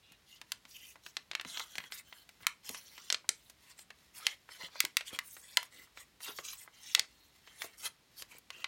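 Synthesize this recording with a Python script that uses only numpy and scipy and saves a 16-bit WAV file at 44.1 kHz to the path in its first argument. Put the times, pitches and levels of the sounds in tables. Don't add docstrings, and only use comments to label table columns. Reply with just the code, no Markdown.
import sys
import numpy as np
from scipy import signal
from scipy.fft import rfft, irfft, next_fast_len
from scipy.io import wavfile
from scipy.ndimage import uniform_filter1d

SR = 44100
rng = np.random.default_rng(int(sys.argv[2]) if len(sys.argv) > 2 else 0)


def generate_wav(signal):
    frames = np.transpose(np.atleast_2d(signal))
    scaled = np.clip(frames, -1, 1) * 32767
    pcm = np.round(scaled).astype(np.int16)
    wavfile.write(sys.argv[1], SR, pcm)


N = 382347

# f/Hz, relative spectral level/dB per Hz
HUSH_SPECTRUM = [(25, -23), (52, 1.5), (80, -4), (200, -6), (500, -12.5), (1000, -13.5), (2000, -14),
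                 (4000, -14.5), (8000, -23.5), (16000, -28)]
# start t/s, end t/s, level/dB at full speed, rise below the shared
# stroke pitch/(dB/octave), fall above it/(dB/octave), resonance of the rubbed flap f/Hz
STROKES = [(0.01, 0.185, -65.5, 16, 24, 3250), (0.252, 0.398, -59, 26, 9.5, 3200),
           (0.665, 0.959, -56.5, 12, -0.5, 5860), (0.713, 0.94, -62, 21, 23, 3140),
           (1.014, 1.125, -59, 12, 3.5, 5900), (1.447, 1.664, -47, 5, 4, 3400),
           (1.62, 1.904, -57.5, 3.5, 5, 3180), (1.899, 2.026, -49, 5, 5, 12000),
           (2.029, 2.263, -62.5, 3.5, 3, 3260), (2.393, 2.466, -55.5, -2, 0, 3200),
           (2.624, 2.809, -49.5, 4.5, 4, 5500), (2.736, 3.038, -58, 5.5, 3.5, 5640),
           (2.984, 3.156, -58, 8, 5, 5700), (3.31, 3.53, -67.5, 9, 2, 3570),
           (3.653, 3.748, -56, 7.5, 6.5, 4530), (3.753, 3.853, -61, 6, 3, 8000),
           (4.129, 4.225, -47.5, 3.5, 1, 3340), (4.187, 4.363, -49.5, 5, 7.5, 3500),
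           (4.473, 4.596, -55, 5.5, 5.5, 3900), (4.575, 4.691, -47.5, 3, 7, 3950),
           (4.695, 4.898, -56, 4, 9, 4640), (5.044, 5.118, -43, 12, 6, 8500),
           (5.105, 5.184, -45, 2.5, 5, 3770), (5.225, 5.444, -53.5, 7, -3, 8800),
           (5.396, 5.693, -57.5, 6, 4.5, 9000), (5.695, 5.876, -57, 2.5, 2.5, 1960),
           (5.944, 6.051, -54, 5, 5, 8200), (6.194, 6.35, -46.5, 7, 2, 3780),
           (6.255, 6.322, -40.5, 1, 6, 1120), (6.329, 6.431, -50.5, 26, 3.5, 1670),
           (6.416, 6.572, -46, 8, 3, 5700), (6.547, 6.674, -53, 5, 0.5, 8400),
           (6.71, 6.852, -61, 5.5, 7.5, 3180), (6.797, 6.98, -51, 11, 5.5, 6040),
           (6.926, 7.042, -47, 4, 15, 1900), (7.05, 7.327, -70.5, 5.5, 3, 4000),
           (7.418, 7.783, -62.5, 5.5, 6.5, 1605), (7.577, 7.694, -48.5, 4.5, 3.5, 644),
           (7.766, 7.904, -48.5, 5, 1, 5600), (7.822, 7.896, -39.5, 6, 4.5, 990),
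           (8.151, 8.246, -50.5, 3.5, 1, 4500), (8.274, 8.406, -57, 1, 3.5, 2360),
           (8.509, 8.658, -56.5, 3, 7, 2800)]
# t/s, energy level/dB, pitch f/Hz
FINGERTIP_PATS = [(0.111, -39, 170), (1.453, -24, 200), (1.784, -29, 190), (2.7, -22, 188),
                  (2.72, -37, 330), (4.636, -29.5, 190), (4.841, -21.5, 387), (5.13, -24.5, 206),
                  (6.289, -23.5, 370), (6.389, -22.5, 373), (7.643, -21, 510), (8.222, -38, 124),
                  (8.35, -35, 230)]
# t/s, energy level/dB, brightest pitch f/Hz, fall above it/(dB/octave)
CREASE_SNAPS = [(0.121, -32.5, 1870, 1.5), (0.4151, -21, 3000, 9), (0.5197, -8, 3700, 7.5),
                (0.6526, -28.5, 3230, 11.5), (0.9568, -29, 1500, 10.5), (1.0637, -19.5, 2560, 10),
                (1.1685, -9, 4260, 17), (1.3138, -13, 3600, 16.5), (1.333, -22, 3200, 19),
                (1.3514, -6, 2730, 13.5), (1.3975, -13, 3450, 25), (1.4118, -17, 2400, 8.5),
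                (1.449, -19, 2000, 11.5), (1.5734, -12.5, 4200, 26), (1.5965, -13, 2600, 9),
                (1.6031, -16.5, 1310, 14), (1.755, -17.5, 3100, 10.5), (1.7822, -9.5, 2290, 10),
                (1.8024, -23, 2780, 23), (1.839, -24, 2500, 13), (1.9216, -15.5, 3200, 10.5),
                (2.1261, -23, 3290, 22), (2.2912, -27.5, 2500, 6.5), (2.468, 1.5, 1500, 5.5),
                (2.6919, -12.5, 3900, 2.5), (2.7461, -18, 2700, 16), (2.979, -23, 2800, 12),
                (3.102, -2.5, 4410, 19), (3.1256, -2.3, 6800, 24), (3.1452, -5, 4400, 22.5),
                (3.244, -32, 1600, 22), (3.291, 1.4, 8430, 30.5), (3.4986, -26.5, 6000, 5),
                (3.791, -26, 4700, 7.5), (3.9043, -22.5, 2350, 11.5), (4.2676, 1.6, 3160, 12),
                (4.4901, -25, 1830, 19), (4.7566, -22, 900, 10), (4.8041, 3.5, 1750, 3.5),
                (4.8509, -6.5, 2100, 5), (4.9694, 2, 2430, 7), (5.009, -15, 2550, 12.5),
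                (5.1892, -7, 1730, 7), (5.367, -25.5, 1700, 9.5), (5.5715, 4, 2670, 9.5),
                (5.574, -10, 1130, 25.5), (5.6295, -19.5, 900, 3), (5.974, -22.5, 2260, 13),
                (6.2052, -28, 1780, 9), (6.387, -15.5, 1400, 9), (6.677, -27, 1800, 22),
                (6.9496, 6, 2790, 10.5), (6.9945, 1, 4700, 14), (7.4744, -28, 2720, 15),
                (7.6197, -11.5, 1790, 7), (8.2225, -17.5, 4280, 8), (8.3839, -24, 2200, -5.5),
                (8.504, -17.5, 3100, 12.5), (8.6433, -8, 2941, 16)]
# f/Hz, width f/Hz, level/dB
LAYER_RESONANCES = [(987, 24, 0.5), (2030, 64, 0), (2215, 75, -18.5), (3133, 76, -8.5), (4190, 140, -7),
                    (6760, 98, -5)]
# f/Hz, level/dB
ROOM_SPECTRUM = [(150, -8.5), (600, -8), (1200, -10.5), (2100, -11), (4000, -15.5), (9000, -16),
                 (16000, -24.5)]

HUSH_DB = -69
STROKE_HZ = 3020
ATTACK_S, RELEASE_S = 0.039, 0.038
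SWELL_DB = 2
FACET_HZ, FACET_RISE_DB, RISE_POWER = 3050, 11, 0.99
SNAP_T60_S = 0.014
SLOWING_PER_DB, FILLING_PER_DB = 0.0336, 0.05
ROOM_T60_S, ROOM_TREBLE_T60_S = 0.19, 0.17
TOP_HZ = 16100


def undb(db):
    return 10 ** (np.asarray(db) / 20)


def unit(x):
    return x / np.sqrt(np.sum(x ** 2))


def freqs(size):
    return np.maximum(np.arange(size // 2 + 1) * SR / size, 1)


def gain_at(hz, points):
    f, db = np.transpose(points)
    return undb(np.interp(np.log(hz), np.log(f), db))


def colour(x, points):
    size = next_fast_len(len(x))
    shaped = rfft(x, size) * gain_at(freqs(size), points)
    return irfft(shaped, size)[:len(x)]


def causal(gain):
    cepstrum = irfft(np.log(gain + 1e-9))
    half = len(cepstrum) // 2
    folded = np.r_[cepstrum[0], 2 * cepstrum[1:half]]
    return np.exp(rfft(folded, 2 * half))


def hump(f, hz, rise_db, fall_db, knee=0.23):
    octaves = np.log2(f / hz)
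    away = np.hypot(octaves, knee)
    below = (away - octaves) / 2
    above = (away + octaves) / 2
    return undb(-rise_db * below - fall_db * above)


def fading(t60, size):
    decay = np.exp(-np.log(1000) * np.arange(size) / SR / max(t60, .002))
    return rng.standard_normal(size) * decay


def walk(rate):
    steps = np.arange(N) / SR * rate
    count = 256 + int(steps[-1])
    return 1.2 * np.interp(steps, np.arange(count), rng.standard_normal(count))


def add(out, s, x):
    start = max(int(s * SR), 0)
    out[start:start + len(x)] += x[:max(N - start, 0)]


def resonance(f, hz, width):
    return 1 / (1 + 1j * (f ** 2 - hz ** 2) / (f * width))


def facet(hz, rise_db, fall_db, t60, crack, treble_share=0.75, treble_hz=6000, size=4096):
    f = freqs(size)
    treble = f ** 4 / (f ** 4 + treble_hz ** 4)
    long_waves = rfft(unit(fading(t60, size))) * causal(np.sqrt(1 - treble))
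    short_waves = rfft(unit(fading(t60 * treble_share, size))) * causal(np.sqrt(treble))
    spectrum = crack + long_waves + short_waves
    broad = np.sqrt(uniform_filter1d(np.abs(spectrum) ** 2, size=130))
    shape = causal(hump(f, hz, rise_db, fall_db) / broad)
    return unit(irfft(spectrum * shape)[:size // 2])


def hush():
    noise = unit(colour(rng.standard_normal(N), HUSH_SPECTRUM)) * np.sqrt(N)
    return noise * undb(HUSH_DB)


def slips(rate=2500, scatter_db=3.0, smooth=.5):
    caught = rng.random(N) < rate / SR
    signs = rng.choice([-1, 1], N)
    sizes = undb(scatter_db * np.minimum(rng.exponential(size=N), 4)) * signs
    grain = unit(caught * sizes)
    return unit(grain + smooth * unit(rng.standard_normal(N))) * np.sqrt(N)


def holding(db=-76, unrest_db=4, unrest_rate=14, hz=3000, rise_db=6, fall_db=5, size=4096):
    response = facet(hz, rise_db, fall_db, 0.011, 1.0)
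    rustle = signal.fftconvolve(slips(), response)[:N]
    return rustle * undb(db + unrest_db * walk(unrest_rate))


def flutter(x, drift_db=2, drift_rate=9, flicker_db=4.0, flicker_rate=60):
    size = next_fast_len(N)
    thirds = np.clip(3 * np.log2(freqs(size) / 500), 0, 15)
    spectrum = rfft(x, size)
    out = np.zeros(N)
    for k in range(16):
        overlap = np.maximum(1 - np.abs(thirds - k), 0)
        band = irfft(spectrum * overlap, size)[:N]
        out += band * undb(drift_db * walk(drift_rate) + flicker_db * walk(flicker_rate))
    return unit(out) * np.sqrt(N)


def sliding(ring_t60=0.02, crack=0.72, flap_db=1, flap_q=7, speed_power=1.25,
            judder_db=0.54, judder_rate=70, size=4096):
    t, f = np.arange(N) / SR, freqs(size)
    friction = flutter(slips()) * undb(judder_db * walk(judder_rate))
    out = np.zeros(N)
    for start, end, db, rise_db, fall_db, flap_hz in STROKES:
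        span = slice(max(int(start * SR), 0), int(end * SR))
        speeding_up = (t[span] - start) / ATTACK_S
        slowing_down = (end - t[span]) / RELEASE_S
        speed = np.clip(np.minimum(speeding_up, slowing_down), 0, 1)
        arch = 1 - np.linspace(-1, 1, len(speed)) ** 2
        swell = undb(SWELL_DB * (arch - arch.mean()))
        flap = 1 + undb(flap_db) * resonance(f, flap_hz, flap_hz / flap_q)
        sheet = rfft(facet(STROKE_HZ, rise_db, fall_db, ring_t60, crack), size)
        response = unit(irfft(sheet * flap)[:size // 2])
        drive = friction[span] * swell * speed ** speed_power
        add(out, start, undb(db) * signal.fftconvolve(drive, response))
    return out


def crinkles(over_db=20, thin_db=2.0, scatter_db=3, hz=1700, spread_octaves=0.44,
             rise_db=9, fall_db=12, t60=0.066, crack=0.6, count=3):
    out = np.zeros(N)
    for start, end, db, thinness, *_ in STROKES:
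        for when, strength, pitch in rng.random((count, 3)):
            tick_hz = hz * 2 ** (spread_octaves * (2 * pitch - 1))
            tick = facet(tick_hz, rise_db, fall_db, t60, crack)
            tick_db = db + over_db - thin_db * thinness + scatter_db * (2 * strength - 1)
            add(out, start + when * (end - start), undb(tick_db) * tick)
    return out


def fingertips(t60=0.035, rise_db=7, fall_db=10, push=0.42, size=8192):
    out = np.zeros(N)
    for s, db, hz in FINGERTIP_PATS:
        jolt = unit(fading(t60, size))
        jolt[0] += push
        shape = causal(hump(freqs(size), hz, rise_db, fall_db))
        add(out, s, undb(db) * unit(irfft(rfft(jolt) * shape)))
    return out


def creases(crack=0.53, bass_hz=200):
    out = np.zeros(N)
    for s, db, hz, fall_db in CREASE_SNAPS:
        size_rise_db = FACET_RISE_DB * (FACET_HZ / hz) ** RISE_POWER
        rise_db = size_rise_db * np.exp(FILLING_PER_DB * db)
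        t60 = SNAP_T60_S * np.exp(-SLOWING_PER_DB * db)
        add(out, s, undb(db) * facet(hz, rise_db, fall_db, t60, crack))
    return signal.sosfilt(signal.butter(2, bass_hz, "highpass", fs=SR, output="sos"), out)


def layers(x, size=8192):
    f = freqs(size)
    ringing = sum(undb(db) * resonance(f, hz, width) for hz, width, db in LAYER_RESONANCES)
    return x + signal.fftconvolve(x, irfft(ringing)[:size // 2])[:N]


def room(x, delay_s=0.0036, split_hz=4000, size=32768):
    f = freqs(size)
    treble = f ** 2 / (f ** 2 + split_hz ** 2)
    low_tail = rfft(unit(fading(ROOM_T60_S, size))) * np.sqrt(1 - treble)
    high_tail = rfft(unit(fading(ROOM_TREBLE_T60_S, size))) * np.sqrt(treble)
    tail = irfft((low_tail + high_tail) * causal(gain_at(f, ROOM_SPECTRUM)))[:size // 2]
    response = np.r_[np.zeros(int(delay_s * SR)), tail]
    return signal.fftconvolve(x, response)[:N]


def scene():
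    folded = layers(holding() + sliding() + crinkles() + creases())
    paper = folded + fingertips()
    return (paper + room(paper) + hush())[None]


def record(dry):
    thinned = signal.sosfilt(signal.butter(3, 42, "highpass", fs=SR, output="sos"), dry)
    return signal.sosfilt(signal.ellip(10, .2, 70, TOP_HZ, fs=SR, output="sos"), thinned)


dry = scene()
out = record(dry)
generate_wav(out)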